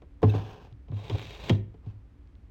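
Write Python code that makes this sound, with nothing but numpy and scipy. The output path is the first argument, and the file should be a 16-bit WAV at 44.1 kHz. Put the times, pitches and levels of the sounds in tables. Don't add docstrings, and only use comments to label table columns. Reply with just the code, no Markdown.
import sys
import numpy as np
from scipy import signal
from scipy.fft import rfft, irfft
from scipy.io import wavfile

SR = 44100
rng = np.random.default_rng(int(sys.argv[2]) if len(sys.argv) > 2 else 0)


def transcribe(u):
    v = np.clip(np.atleast_2d(u).T, -1, 1)
    q = np.round(v * 32767).astype(np.int16)
    wavfile.write(sys.argv[1], SR, q)


N = 110250
T = np.arange(N) / SR

# (time [s], knock level [dB], contact [ms], dull slap level [dB],
# bright crack level [dB], edge ring level [dB])
SHELF_BLOWS = [(.0195, -53.5, 0.13, -46.5, -60.5, -80.5), (.222, -27, 5.6, -54, -55, -83.5),
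               (.2285, -17.5, 1.45, -17.5, -37, -51.5), (.2310, -12, 0.73, -36, -52, -56),
               (.2355, -14, 0.8, -26.5, -50.5, -67), (.2515, -25, 4.2, -42, -61, -77),
               (.338, -16.5, 1.84, -30.5, -52, -71), (.3445, -25, 3.5, -30, -41, -65),
               (.883, -51, 0.86, -52.5, -60, -67.5), (.919, -30, 2.4, -40.5, -74, -73),
               (1.098, -30.5, 0.53, -32.5, -37, -32.5), (1.110, -34.5, 1.2, -34.5, -47, -70),
               (1.146, -26, 3.6, -32, -71, -78), (1.203, -44, 2.1, -42.5, -67, -85),
               (1.235, -27.5, 4.7, -53.5, -71.5, -95), (1.741, -41, 1.63, -51, -66.5, -74),
               (1.862, -38, 1.65, -59.5, -63, -69)]
# (time [s], knock level [dB], contact [ms], dull slap level [dB],
# bright crack level [dB], edge ring level [dB])
WALL_BLOWS = [(1.4955, -26, 0.94, -25, -23.5, -23), (1.4995, -13, 1.1, -22.5, -29, -51)]
# (frequency [Hz], level [dB], t60 [s])
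SHELF_MODES = [(160.6, -10, 0.19), (223.8, -13, 0.11), (249, -8.5, 0.089), (281, -9, 0.11),
               (338, -15.5, 0.079), (428, -6.5, .09), (503, -21.5, 0.036), (723, -4, 0.046),
               (786, -15.5, 0.047), (834, -20.5, 0.1), (1002, -7.5, .065), (1110, -12, .04),
               (1360, -21, 0.016)]
# (frequency [Hz], level [dB], t60 [s])
WALL_MODES = [(158, -5, 0.14), (183.4, -3, 0.099), (255, 0.5, 0.052), (281.6, -11.5, .07),
              (329.6, -4.5, 0.071), (502.3, -6.5, 0.1), (672, -9, 0.083), (752, -18.5, 0.034),
              (851, -8, 0.081), (982, -20, 0.065)]
# (frequency [Hz], level [dB], t60 [s])
EDGE_MODES = [(1850, -13, .04), (3010, -2.5, 0.022), (3240, -10, 0.081), (3510, -7.5, 0.03)]
# (frequency [Hz], level per Hz [dB])
SLAP_COLOUR = [(90, -0.5), (200, 4.5), (420, 6), (600, -2), (850, -8.5), (1150, -12.5), (1500, -19),
               (3000, -26.5), (16000, -77)]
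# (frequency [Hz], level per Hz [dB])
CRACK_COLOUR = [(300, -19), (900, 15.5), (1400, -8.5), (2000, 6), (3200, 6), (4300, -3), (6500, -10.5),
                (8500, -26.5), (10500, -48.5), (15500, -29)]
# (frequency [Hz], level per Hz [dB])
SNAP_COLOUR = [(400, -11.5), (900, -4), (1300, -14.5), (1900, 0), (3200, 1.5), (6500, 2), (9500, -32.5),
               (15000, -20)]
# (time [s], level [dB], settled frequency [Hz],
# starting sharpness [share of frequency], swell [s], hold [s], t60 [s])
BOOMS = [(0.232, -13, 104, 0, .02, 0.028, 0.22), (.335, -25.5, 99.5, 0.029, 0.026, 0.01, 0.19),
         (0.72, -41, 110.8, 0.068, 0.0085, .023, 0.036), (.901, -29, 114.6, 0.12, 0.0034, 0.0098, 0.019),
         (0.922, -26.5, 100, 0.23, .011, 0.033, 0.17), (1.103, -19.5, 101, .4, 0.047, 0.006, 0.025),
         (1.16, -37.5, 102, 0.022, 0.016, 0.017, 0.25), (1.499, -14.5, 99.9, 0.82, 0.023, .016, 0.035),
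         (1.54, -21.5, 104, 0.061, 0.0076, 0.0087, 0.19), (1.866, -30, 98.6, 0.28, 0.0069, 0.018, 0.093),
         (1.924, -46.5, 103.6, 0.011, 0.027, 0.039, 0.078)]
# (time [s], rasp level [dB], rub level [dB])
FIRST_PUSH = [(.22, -59, -44.5), (.24, -62.5, -33.5), (.29, -51.5, -47), (.33, -53, -48), (.355, -49, -41),
              (.42, -55.5, -46), (.48, -56, -48.5), (.58, -60, -50), (.67, -65.5, -57.5), (.73, -81, -69)]
# (time [s], rasp level [dB], rub level [dB])
SECOND_PUSH = [(.875, -93, -67), (.94, -64.5, -57.5), (1.0, -58.5, -51.5), (1.095, -53.5, -49.5),
               (1.13, -50.5, -47), (1.24, -50.5, -53), (1.38, -52, -51.5), (1.49, -48, -44.5),
               (1.55, -56.5, -50.5), (1.64, -83, -103)]
# (time [s], rasp level [dB], rub level [dB])
HAND_BRUSH = [(1.82, -86, -77), (1.87, -70, -59), (1.92, -73.5, -72.5), (1.98, -94, -80)]
# (frequency [Hz], level per Hz [dB])
SOFT_RASP_COLOUR = [(710, -40), (1200, -24), (1610, -9.5), (2170, -15), (2580, -10), (2900, -15),
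                    (4190, -18), (6870, -30.5), (9400, -45), (14300, -38), (15800, -42)]
# (frequency [Hz], level per Hz [dB])
BRIGHT_RASP_COLOUR = [(710, -28), (1200, -11.5), (1550, -1.5), (1770, -1.5), (2060, 0.5), (2630, 3),
                      (3000, 1), (3800, 3.5), (5030, -10), (5850, -9.5), (7020, -14), (10000, -30),
                      (12000, -24.5), (15100, -24.5), (15800, -21)]
# (frequency [Hz], level per Hz [dB])
RUB_COLOUR = [(70, -12), (110, 8.5), (200, 1), (300, -8), (430, 1.5), (600, -0.5), (800, -3.5), (1050, -4),
              (1400, -21), (2500, -55)]
# (frequency [Hz], width [Hz], level [dB])
SQUEAK_PARTIALS = [(2620, 81, -49.5), (3700, 380, -51), (6180, 360, -65), (8350, 300, -71),
                   (15000, 3200, -64.5)]
# (time [s], level [dB])
TICKS = [(.7265, -58.5), (.917, -54), (2.274, -62.5), (2.3533, -58.5)]
# (frequency [Hz], level per Hz [dB])
TICK_COLOUR = [(800, -5), (2500, 15), (4000, 13), (6500, -2), (9000, -19), (16000, -25)]
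# (frequency [Hz], level per Hz [dB])
TAIL_COLOUR = [(60, -7.5), (160, -4), (300, 1), (700, -10), (2000, -9), (6000, -24.5), (16000, -20.5)]
# (frequency [Hz], level per Hz [dB])
AIR_COLOUR = [(15, -32.5), (25, -18.5), (52, -4), (68, -5.5), (84, -9), (107, -17.5), (199, -29),
              (222, -25.5), (283, -27), (316, -34), (361, -30), (402, -37.5), (513, -38.5), (654, -43),
              (953, -44.5), (2140, -50.5), (15800, -79)]

SLAP_T60_S, CRACK_T60_S = 0.085, 0.022
CRACK_TAIL_DB, CRACK_TAIL_T60_S = -14.5, 0.07
SNAP_DB, SNAP_T60_S = -7.5, 0.0053
KNOCK_LOW_HZ = 80
BOOM_SAG_S, BOOM_OVERTONE_DB = 0.014, -23
BOOM_SUB_DB, SUB_HZ = -19.5, 69
GRAINS_PER_S, GRIT_PER_S, GRIT_DB = 3200, 90, 8
JUDDER_DB, JUDDER_HZ = -1.21, 40.5
CARD_DB, CARD_T60_S = -9, 0.025
RASP_RING_DB, RUB_RING_DB = -20.5, -9.5
SQUEAK_S, SQUEAK_LENGTH_S = 0.3005, 0.008
TICK_T60_S = 0.0043
ROOM_DB, ROOM_T60_S, ROOM_BUILD_S = -11.5, 0.4, 0.043
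AIR_DB, HUM_HZ, HUM_DB = -49, 287.3, -71
LOW_CUT_HZ, TOP_HZ = 18, 15800


def blows(table, modes):
    force, edge, snap, slap_power, crack_power = np.zeros((5, N))
    for s, knock_db, contact_ms, slap_db, crack_db, edge_db in table:
        onset = np.clip((T - s) * 1000 / contact_ms, 0, 1)
        force += amp(knock_db) * push(s, contact_ms)
        edge += amp(edge_db) * push(s, 0.017)
        snap += amp(edge_db + SNAP_DB) * fade(SNAP_T60_S, s)
        slap_power += (amp(slap_db) * onset * fade(SLAP_T60_S, s)) ** 2
        crack_fade = fade(CRACK_T60_S, s) + amp(CRACK_TAIL_DB) * fade(CRACK_TAIL_T60_S, s)
        crack_power += (amp(crack_db) * onset * crack_fade) ** 2
    body = ring(modes[::2]) - ring(modes[1::2])
    low_cut = signal.butter(2, KNOCK_LOW_HZ, "high", fs=SR, output="sos")
    knock = through(force, signal.sosfilt(low_cut, body))
    edge_ring = through(edge, ring(EDGE_MODES))
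    snap_noise = burst(snap, SNAP_COLOUR)
    slap_noise = burst(np.sqrt(slap_power), SLAP_COLOUR)
    crack_noise = burst(np.sqrt(crack_power), CRACK_COLOUR)
    return knock + edge_ring + snap_noise + slap_noise + crack_noise


def push(start, contact_ms):
    age = np.maximum(T - start, 0) * 1000 / contact_ms
    force = age * np.exp(-4 * age)
    return force / (force.sum() + 1e-18)


def booms():
    out = np.zeros(N)
    for s, db, hz, sharp, swell, hold, t60 in BOOMS:
        age = np.maximum(T - s, 0)
        decay = np.exp(-np.log(1000) * np.maximum(age - swell - hold, 0) / t60)
        shape = np.minimum(age / swell, 1) * decay
        turns = hz * (age + sharp * BOOM_SAG_S * (1 - np.exp(-age / BOOM_SAG_S)))
        note = np.sin(2 * np.pi * turns)
        overtone = amp(BOOM_OVERTONE_DB) * np.sin(2 * np.pi * 2 * turns)
        sway = amp(BOOM_SUB_DB) * np.sin(2 * np.pi * SUB_HZ * age)
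        out += amp(db) * shape * (note + overtone + sway)
    return out


def slide(curve, rasp_colour):
    s, rasp_db, rub_db = np.array(curve).T
    fibres = (rng.random(N) < GRAINS_PER_S / SR) * rng.choice([-1, 1], N)
    grit = (rng.random(N) < GRIT_PER_S / SR) * rng.standard_normal(N) * amp(GRIT_DB)
    judder = amp(JUDDER_DB * narrow(0, JUDDER_HZ * 2))
    grains = (fibres + grit) * judder
    card_response = rng.standard_normal(N) * fade(CARD_T60_S)
    card = unit(grains) + amp(CARD_DB) * unit(through(grains, card_response))
    low_slope = [(300, -40.0), (800, -4.0)]  # (frequency [Hz], level per Hz [dB])
    rasp = unit(colour(card, low_slope + list(rasp_colour)))
    rasp = rasp + amp(RASP_RING_DB) * unit(through(grains, ring(EDGE_MODES)))
    rub = unit(colour(grains, RUB_COLOUR))
    rub = rub + amp(RUB_RING_DB) * unit(through(grains, ring(SHELF_MODES[4:])))
    moving = (T > s[0]) * (T < s[-1])
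    rasp_level = amp(np.interp(T, s, rasp_db)) * moving
    rub_level = amp(np.interp(T, s, rub_db)) * moving
    return rasp * rasp_level + rub * rub_level


def squeak():
    swell = np.exp(-((T - SQUEAK_S) / SQUEAK_LENGTH_S) ** 2)
    return swell * sum(amp(db) * narrow(hz, width) for hz, width, db in SQUEAK_PARTIALS)


def ticks():
    envelope = sum(amp(db) * fade(TICK_T60_S, s) for s, db in TICKS)
    return burst(envelope, TICK_COLOUR)


def room(x):
    tail = noise(TAIL_COLOUR) * fade(ROOM_T60_S) * np.minimum(T / ROOM_BUILD_S, 1)
    tail = tail / np.sqrt(np.mean(np.abs(rfft(tail)[250:1250]) ** 2))
    reverb = amp(ROOM_DB) * through(x, tail)
    rumble = amp(AIR_DB) * noise(AIR_COLOUR)
    hum = amp(HUM_DB) * narrow(HUM_HZ, 4.5)
    return x + reverb + rumble + hum


def amp(db):
    return 10 ** (np.asarray(db) / 20)


def unit(x):
    return x / np.sqrt(np.mean(x ** 2))


def colour(x, points):
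    hz, db = np.array(points, float).T
    size = 2 * N
    log_hz = np.log(np.fft.rfftfreq(size, 1 / SR) + 1)
    log_gain = np.log(amp(np.interp(log_hz, np.log(hz), db)))
    cepstrum = irfft(log_gain)
    cepstrum[1:N] *= 2
    cepstrum[N + 1:] = 0
    return irfft(rfft(x, size) * np.exp(rfft(cepstrum)))[:N]


def noise(points):
    return unit(colour(rng.standard_normal(N), points))


def burst(envelope, points):
    white = rng.standard_normal(N)
    return colour(white * envelope, points) / np.std(colour(white, points))


def narrow(hz, width_hz):
    offset = (np.fft.rfftfreq(N, 1 / SR) - hz) / width_hz
    spectrum = rfft(rng.standard_normal(N)) * np.exp(-2 * offset ** 2)
    return unit(irfft(spectrum, N))


def fade(t60, start=0):
    out = np.zeros(N)
    live = slice(int(start * SR), int((start + 2 * t60) * SR))
    out[live] = np.exp(-np.log(1000) * (T[live] - start) / t60)
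    return out


def ring(modes):
    return sum(amp(db) * np.sin(2 * np.pi * hz * T) * fade(t60) for hz, db, t60 in modes)


def through(x, response):
    return signal.fftconvolve(x, response)[:N]


def scene():
    impacts = blows(SHELF_BLOWS, SHELF_MODES) + blows(WALL_BLOWS, WALL_MODES) + booms()
    sliding = slide(FIRST_PUSH, SOFT_RASP_COLOUR) + slide(SECOND_PUSH, BRIGHT_RASP_COLOUR)
    brushing = slide(HAND_BRUSH, SOFT_RASP_COLOUR)
    return room(impacts + sliding + brushing + squeak() + ticks())[None]


def record(dry):
    low_cut = signal.butter(1, LOW_CUT_HZ, "high", fs=SR, output="sos")
    top_cut = signal.ellip(8, 0.2, 70, TOP_HZ, fs=SR, output="sos")
    return signal.sosfilt(top_cut, signal.sosfilt(low_cut, dry))


dry = scene()
out = record(dry)
transcribe(out)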